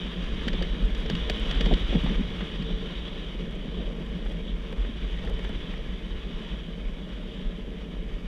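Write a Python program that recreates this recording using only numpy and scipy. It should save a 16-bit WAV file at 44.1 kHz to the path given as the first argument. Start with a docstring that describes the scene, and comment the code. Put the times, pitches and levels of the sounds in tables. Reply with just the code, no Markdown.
"""A gravity cart coasting down a paved track

Hard wheels grind over grit, the plastic tub (the cart's body) drums, and the frame sways in the air.
On a rippled stretch the wheels thump and the loose steering column clacks; then the track smooths out.
It is all heard from a camera worn by the rider, whose case adds a hollow tone to the wheels and clacks."""
import sys
import numpy as np
from scipy import signal
from scipy.fft import rfft, irfft, next_fast_len
from scipy.io import wavfile
from scipy.ndimage import uniform_filter1d, map_coordinates

SR = 44100
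rng = np.random.default_rng(int(sys.argv[2]) if len(sys.argv) > 2 else 0)


def int16_out(signal):
    """Quantize to a 16-bit WAV file."""
    q = np.round(np.clip(np.atleast_2d(signal).T, -1, 1) * 32767)
    wavfile.write(sys.argv[1], SR, q.astype(np.int16))


N = 364707


def wheels():
    """Grit strikes the hard treads: a grind that flutters with each turn, with a hollow whirr on top."""
    # how coarse the paving is, heard as wheel noise: (time [s], level [dB])
    paving = [(0.0, -42), (0.27, -42.5), (0.53, -41.5), (0.85, -43.5), (1.54, -38.5), (1.75, -39),
              (2.05, -39.5), (2.19, -41), (3.04, -45), (3.6, -47.5), (4.25, -47), (4.55, -48.5),
              (5.13, -45.5), (5.75, -45), (6.06, -47), (6.55, -46.5), (6.85, -49.5), (7.42, -48.5),
              (7.65, -50.5), (8.27, -49)]
    # tone of the grind, before the case: (frequency [Hz], level [dB])
    grind_tone = [(60, -0.5), (300, 9), (600, 0), (780, -4.5), (1050, 0), (1400, -2.5), (2300, 0),
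                  (2650, 0.5), (3000, -8), (3600, -10), (4200, -16.5), (6000, -20.5), (8000, -31.5),
                  (10000, -35), (15000, -49)]
    # tone of the whirr, before the case: (frequency [Hz], level [dB])
    whirr_tone = [(1000, -56), (2600, -17), (2900, -1.5), (3300, -1), (3600, 1), (4000, -4.5), (4600, -25),
                  (9000, -57.5)]
    # the whirr swells and fades against the grind: (time [s], level [dB])
    whirr_swells = [(0, -1), (.15, -5.5), (.33, -5.5), (.58, -1.5), (.92, -5), (1.1, -2), (1.87, -2.5),
                    (2.35, -5), (2.8, -1.5), (3.15, -0.5), (3.47, -6), (3.62, -5.5), (3.8, -1), (3.98, -15),
                    (4.17, -2.5), (4.42, -7), (4.49, 2), (4.58, -12), (4.75, -7), (5.02, -3.5), (5.2, -6.5),
                    (5.62, -4), (5.87, -7.5), (6.1, -5), (6.45, -4), (6.75, -3.5), (6.88, -12), (7.0, -5),
                    (8.0, -6), (8.27, -17)]
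    turns_per_s = 19.5
    turns = np.cumsum(turns_per_s * (1 + 0.043 * wobble(rate=1.48))) / SR
    flutter_db = 0.53 * np.sin(2 * np.pi * turns) + 0.85 * wobble(rate=35) + 0.34 * wobble(rate=8)
    grit = coloured(grains(rate=12000, spread_db=1.0), lambda hz: slope(grind_tone, hz) * case(hz))
    whirr = coloured(rng.standard_normal(N), lambda hz: slope(whirr_tone, hz) * case(hz))
    grinding = unit(patchy(grit, depth_db=1.0)) * amp(0.5)
    whirring = unit(patchy(whirr, depth_db=2.0)) * amp(curve(whirr_swells))
    return (grinding + whirring) * amp(curve(paving) + flutter_db)


def drumming():
    """The rough track shakes the axles and keeps the tub ringing."""
    # how uneven the track is, heard as drumming: (time [s], level [dB])
    unevenness = [(0.0, -40), (0.18, -39.5), (0.62, -36.5), (1.08, -37.5), (1.61, -36.5), (2.09, -38.5),
                  (2.3, -40), (2.8, -38), (3.1, -39.5), (3.6, -37.5), (4.3, -37.5), (4.6, -40),
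                  (5.32, -40.5), (6.36, -40.5), (6.89, -40), (8.27, -39.5)]
    shaking = grains(rate=1800, spread_db=2.0) * amp(0.46 * wobble(rate=23) + 0.26 * wobble(rate=12))
    return unit(coloured(shaking, tub)) * amp(curve(unevenness) + 0.5)


def rumble():
    """The frame sways on its wheels in the gusty air."""
    # deep tone of the bouncing frame: (frequency [Hz], level [dB])
    bounce_tone = [(10, -23.5), (22, -8), (31, -0.5), (39, -2.5), (48, 1), (55, -2), (64, -16), (100, -23),
                   (200, -51), (600, -108)]
    # an uneven track makes it sway more: (time [s], level [dB])
    sway_levels = [(0.0, -38.5), (1.01, -30.5), (1.31, -35.5), (1.98, -32), (2.33, -37), (3.27, -39.5),
                   (5.13, -34.5), (7.44, -40), (7.56, -42), (8.27, -38.5)]
    sway = unit(coloured(rng.standard_normal(N), lambda hz: slope(bounce_tone, hz)))
    # the rider's weight holds back the widest swings
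    swing_size = np.sqrt(np.abs(uniform_filter1d(sway ** 2, size=SR // 7)) + .05)
    return unit(sway / swing_size) * amp(curve(sway_levels) + 3.0 + 1.65 * wobble(rate=14))


def lurches():
    """Each dip in the track swings the whole frame back and forth two or three times."""
    # dips: (time of the widest swing [s], level [dB])
    dips = [(0.25, -23.5), (0.532, -19.5), (0.608, -21.5), (0.719, -22), (.85, -19.5), (.93, -22),
            (1.0, -21), (1.43, -20.5), (1.58, -15.5), (1.658, -14.5), (1.73, -13), (1.841, -19),
            (1.961, -20.5), (2.09, -16.5), (2.18, -17.5), (2.751, -20.5), (3.872, -28), (4.279, -25),
            (4.53, -25.5), (4.812, -22.5), (5.34, -20.5), (6.871, -21.5), (7.47, -21.5), (8.0, -24.5),
            (8.14, -26)]
    swing_hz, half_length_s = 37.8, 0.025
    out = np.zeros(N)
    t = np.arange(-SR // 8, SR // 8) / SR
    swell = np.exp(-(t / half_length_s) ** 2)
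    for (s, db), (detune, phase) in zip(dips, rng.uniform(-1.18, 1, (len(dips), 2))):
        swing = np.sin(2 * np.pi * swing_hz * (1 + 0.16 * detune) * t + np.pi * phase)
        add(out, s + t[0], amp(db) * swell * swing)
    return out


def thumps():
    """Each bump gives a thud and sets the tub ringing; rounder bumps sound duller."""
    # ripples and seams under the wheels: (time [s], level [dB], brightness [Hz])
    bumps = [(.055, -26, 700), (.468, -19, 446), (0.535, -22, 620), (0.615, -20.5, 600), (1.099, -19, 610),
             (1.135, -19.5, 250), (1.3, -18.5, 596), (1.607, -13.5, 476), (1.662, -16.5, 900),
             (1.711, -10.5, 720), (1.727, -14, 380), (1.741, -31, 600), (1.926, -17, 746),
             (1.949, -12.5, 700), (1.957, -19, 282), (1.971, -24, 448), (2.034, -13, 232),
             (2.06, -20.5, 650), (2.096, -20, 500), (2.12, -23, 550), (2.411, -26, 650), (2.619, -21, 400),
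             (2.7, -25, 650), (3.348, -25, 450), (3.797, -26.5, 700), (3.867, -33, 600), (4.107, -27, 400),
             (4.308, -28, 503), (4.727, -23.5, 600), (4.89, -22.5, 258), (5.243, -22, 750),
             (5.30, -29, 800), (5.392, -27.5, 900), (5.447, -25, 955), (5.494, -26, 650), (5.596, -31, 600),
             (5.732, -30, 280), (7.769, -32, 300)]
    # what a hard blow adds to the tub's ring: (frequency [Hz], level [dB])
    thud_tone = [(60, -17), (130, -9), (230, 3), (330, -11), (450, -2), (750, -5.5), (1100, -10.5),
                 (5000, -57)]
    out = np.zeros(N)
    for s, db, bright_hz in bumps:
        thud = blow(lambda hz: slope(thud_tone, hz) * low_pass(hz, bright_hz), scrape=0.099, fade_s=0.072)
        ring = blow(lambda hz: tub(hz) * low_pass(hz, bright_hz), scrape=0.13, fade_s=0.075)
        add(out, s, amp(db - 8.0) * thud + amp(db - 7.5) * ring)
    return out


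def judders():
    """Small, uneven jolts shake the tub over broken paving; finer, harder patches sound higher."""
    # broken patches: (start [s], length [s], level [dB], middle frequency [Hz])
    patches = [(0.499, 0.14, -36.5, 228), (1.1, 0.064, -32, 169), (1.571, 0.21, -37, 273),
               (1.918, 0.066, -27, 216), (2.03, 0.16, -36, 262), (2.165, 0.066, -31, 220),
               (2.403, 0.029, -32, 228), (2.575, 0.074, -31.5, 178), (3.76, 0.22, -47, 517),
               (5.22, 0.11, -42.5, 480)]
    half_band_octaves = 0.7
    out = np.zeros(N)
    for start, length, db, centre_hz in patches:
        swell = np.sin(np.linspace(0, np.pi, round(length * SR)))
        jolts = grains(rate=1300, spread_db=4.5)[:len(swell)] * swell
        jolts = np.pad(jolts, (0, SR // 8))  # room to ring on
        band = lambda hz: 1 / (1 + (np.log2((hz + 1) / centre_hz) / half_band_octaves) ** 4)
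        shake = coloured(jolts, lambda hz: tub(hz) * band(hz))
        strength = np.sqrt(np.sum(shake ** 2) / len(swell))
        add(out, start, amp(db) * shake / strength)
    return out


def steering_clacks():
    """The loose steering column strikes, bounces and strikes again; cushioned hits sound duller."""
    # hits of the column: (time [s], level [dB], brightness [Hz])
    hits = [(0.4807, -16, 15000), (.532, -23.5, 7000), (.624, -21.5, 14000), (0.949, -24, 12000),
            (1.061, -22, 7000), (1.099, -16, 15000), (1.152, -19, 13000), (1.298, -11.5, 16000),
            (1.5107, -15.5, 14000), (1.609, -13.5, 14000), (1.659, -18, 13000), (1.7383, -17.5, 14000),
            (1.954, -23.5, 3000), (2.063, -25, 4500), (2.624, -30, 5000), (4.727, -34, 5000),
            (4.849, -27, 3000), (5.274, -31, 4500), (5.447, -30, 4000)]
    # tone of a clack, before the case: (frequency [Hz], level [dB])
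    clack_tone = [(150, -8), (450, 3), (1000, -8), (1900, 1), (3200, -5), (4500, -9), (7000, -21.5),
                  (9000, -33), (13500, -37), (15000, -47)]
    rebound_s, rebound_db = .003, -1.5
    out = np.zeros(N)
    for (s, db, bright_hz), scatter in zip(hits, rng.uniform(-1, 1, len(hits))):
        tone = lambda hz: slope(clack_tone, hz) * case(hz) * low_pass(hz, bright_hz)
        second_hit_s = s + rebound_s * (1 + 0.25 * scatter)
        for at, level_db in (s, db), (second_hit_s, db + rebound_db):
            add(out, at, amp(level_db - 4.0) * blow(tone, scrape=0.18, fade_s=0.018))
    return out


def shell_knocks():
    """The tub's hard shell meets the frame with a short, dry, woody knock."""
    # knocks: (time [s], peak level [dB])
    knocks = [(.4835, -30), (1.513, -37), (2.063, -29.5), (2.4086, -25.5), (4.259, -36), (4.727, -36.5),
              (5.274, -34), (5.301, -36), (5.393, -38), (5.447, -35), (5.498, -35.5), (5.737, -35)]
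    # tone of a knock: (frequency [Hz], level [dB])
    knock_tone = [(300, -7.5), (850, 1), (1200, -4.5), (1850, 5), (2150, -2.5), (2600, -9), (4000, -17),
                  (9000, -52)]
    out = np.zeros(N)
    for s, db in knocks:
        add(out, s, amp(db) * blow(lambda hz: slope(knock_tone, hz), scrape=0.2, fade_s=0.044))
    return out


def flying_grit():
    """Pinched chips snap out from under the treads, and loose grit ticks against the tub at random."""
    # single chips: (time [s], peak level [dB])
    chips = [(.481, -46), (.8545, -46), (.9493, -56), (1.0605, -56), (1.099, -48), (1.299, -34),
             (1.3967, -43), (1.4711, -53), (1.959, -48), (2.0393, -47), (2.6235, -54), (4.0622, -55),
             (4.3186, -51), (4.7257, -48), (5.249, -49), (5.297, -47), (5.339, -55), (5.3897, -52),
             (5.4435, -47), (5.4909, -50), (5.736, -56)]
    # stretches of loose grit: (start [s], length [s], base level [dB])
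    loose_grit = [(.8, 1.3, -61.5), (3.478, 0.1, -61), (3.998, 0.41, -63), (5.052, .45, -67)]
    # crisp tone of a tick: (frequency [Hz], level [dB])
    tick_tone = [(1000, -33), (3000, 8), (7500, 1), (9800, -3.5), (11000, -7), (12700, -6), (14000, -14),
                 (15000, -22)]
    flicks_per_s = 55
    tone = lambda hz: slope(tick_tone, hz)
    out = np.zeros(N)
    for s, db in chips:
        add(out, s, amp(db) * blow(tone, scrape=.6, fade_s=0.025))
    for start, length, db in loose_grit:
        for when, size in rng.random((int(flicks_per_s * length), 2)):
            tick = blow(tone, scrape=0.41, fade_s=0.0092)
            add(out, start + when * length, amp(db + 7.6 * (size + 0.5)) * tick)
    return out


def air():
    """Air passes over the case with a faint, even hiss."""
    # tone of the hiss: (frequency [Hz], level [dB])
    hiss_tone = [(300, -9), (1000, 9.5), (3000, -9), (6000, -8), (10000, -14), (12800, -18), (15000, -25)]
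    return unit(coloured(rng.standard_normal(N), lambda hz: slope(hiss_tone, hz))) * amp(-64.5)


def tub(hz):
    """How strongly the tub rings at each frequency; it gives little bass and its plastic soaks up treble."""
    # the tub's natural notes: (frequency [Hz], width [Hz], level [dB])
    notes = [(139, 25, -9), (176.4, 21, 3), (217.7, 28, -4.5), (292, 44, -16), (374, 41, -13.5),
             (427, 34, -16.5), (448.5, 27.7, -7), (545, 28, -18), (605.4, 25, -14)]
    power = sum(amp(db) ** 2 * (hz * width) ** 2 / ((f * f - hz * hz) ** 2 + (hz * width) ** 2)
                for f, width, db in notes)
    return np.sqrt(power) * low_pass(hz, edge_hz=693) * (1 - low_pass(hz, edge_hz=73.5))


def case(hz):
    """The camera case boosts some frequencies and weakens others, which sounds hollow."""
    # its peaks and dips: (frequency [Hz], width [Hz], boost [dB])
    peaks = [(1040, 65, 0.5), (1713, 110, 3), (1872, 53, 4), (2254, 85, 2), (2406, 75, -3), (2490, 65, 2),
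             (2610, 60, -5.5), (2910, 143, 7.5), (3072, 116, 12.5), (3275, 150, 10.5), (3455, 190, 8.5),
             (3767, 167, 7), (4460, 90, -0.5), (4603, 206, 6), (4770, 120, 3), (5640, 180, 4.5),
             (9700, 570, 2.5)]
    return 1 + sum((amp(db) - 1) * np.exp(-2 * ((hz - f) / width) ** 2) for f, width, db in peaks)


def blow(gain, scrape, fade_s):
    """One hit of peak 1, toned by what it strikes: a push, then a scrape that falls 60 dB in fade_s."""
    t = np.arange(SR // 6) / SR
    force = scrape * rng.standard_normal(len(t)) * amp(-60 * t / fade_s)
    force[0] += 1
    ring = coloured(force, gain)
    return ring / np.abs(ring).max()


def grains(rate, spread_db):
    """Tiny random impacts of uneven size, about `rate` a second."""
    struck = rng.random(N) < rate / SR
    return unit(struck * rng.standard_normal(N) * amp(spread_db * rng.standard_normal(N)))


def patchy(x, depth_db):
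    """Let narrow frequency bands swell and fade on their own."""
    bands = signal.stft(x, nperseg=1024)[2]
    swells = uniform_filter1d(rng.standard_normal(bands.shape), size=5, axis=0)  # smooth over frequency
    swells = uniform_filter1d(swells, size=8, axis=1)  # and over time
    return signal.istft(bands * amp(depth_db * unit(swells)), nperseg=1024)[1][:N]


def coloured(x, gain):
    """Filter x by gain(hz) so that ringing comes after a hit, never before (minimum phase)."""
    size = 2 * next_fast_len(len(x) // 2 + 4096)
    cepstrum = irfft(np.log(gain(np.fft.rfftfreq(size, 1 / SR)) + 1e-6))
    cepstrum[1:size // 2] *= 2
    cepstrum[size // 2 + 1:] = 0
    return irfft(rfft(x, size) * np.exp(rfft(cepstrum)))[:len(x)]


def slope(points, hz):
    """Gain at hz, from (frequency, level) points joined on a pitch scale."""
    f, db = np.transpose(points)
    return amp(np.interp(np.log(hz + 1), np.log(f), db))


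def low_pass(hz, edge_hz):
    """Gain that falls away above edge_hz."""
    return 1 / np.sqrt(1 + (hz / edge_hz) ** 8)


def curve(points):
    """Join (time, value) points into one value per sample."""
    return np.interp(np.arange(N) / SR, *np.transpose(points))


def wobble(rate):
    """A smooth curve through `rate` random points a second."""
    return map_coordinates(rng.standard_normal(int(N * rate / SR) + 4), [np.arange(N) * rate / SR])


def amp(db):
    """Turn decibels into a gain (a multiplier)."""
    return 10 ** (np.asarray(db) / 20)


def unit(x):
    """Scale to an average strength (rms) of 1."""
    return x / np.sqrt(np.mean(x ** 2) + 1e-20)


def add(track, s, sound):
    """Mix a sound in at s seconds."""
    part = track[round(s * SR):][:len(sound)]
    part += sound[:len(part)]


def scene():
    """Mix the rolling and the hits into one channel; everything rides along with the microphone."""
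    rolling = rumble() + drumming() + wheels() + air()
    hits = lurches() + thumps() + judders() + steering_clacks() + shell_knocks() + flying_grit()
    return (rolling + hits)[None]


def record(dry):
    """The camera cuts off the highest treble."""
    top_hz = 15030
    size = next_fast_len(N + SR // 2)
    kept = np.fft.rfftfreq(size, 1 / SR) < top_hz
    return irfft(rfft(dry, size) * kept, size)[..., :N]


dry = scene()
out = record(dry)
int16_out(out)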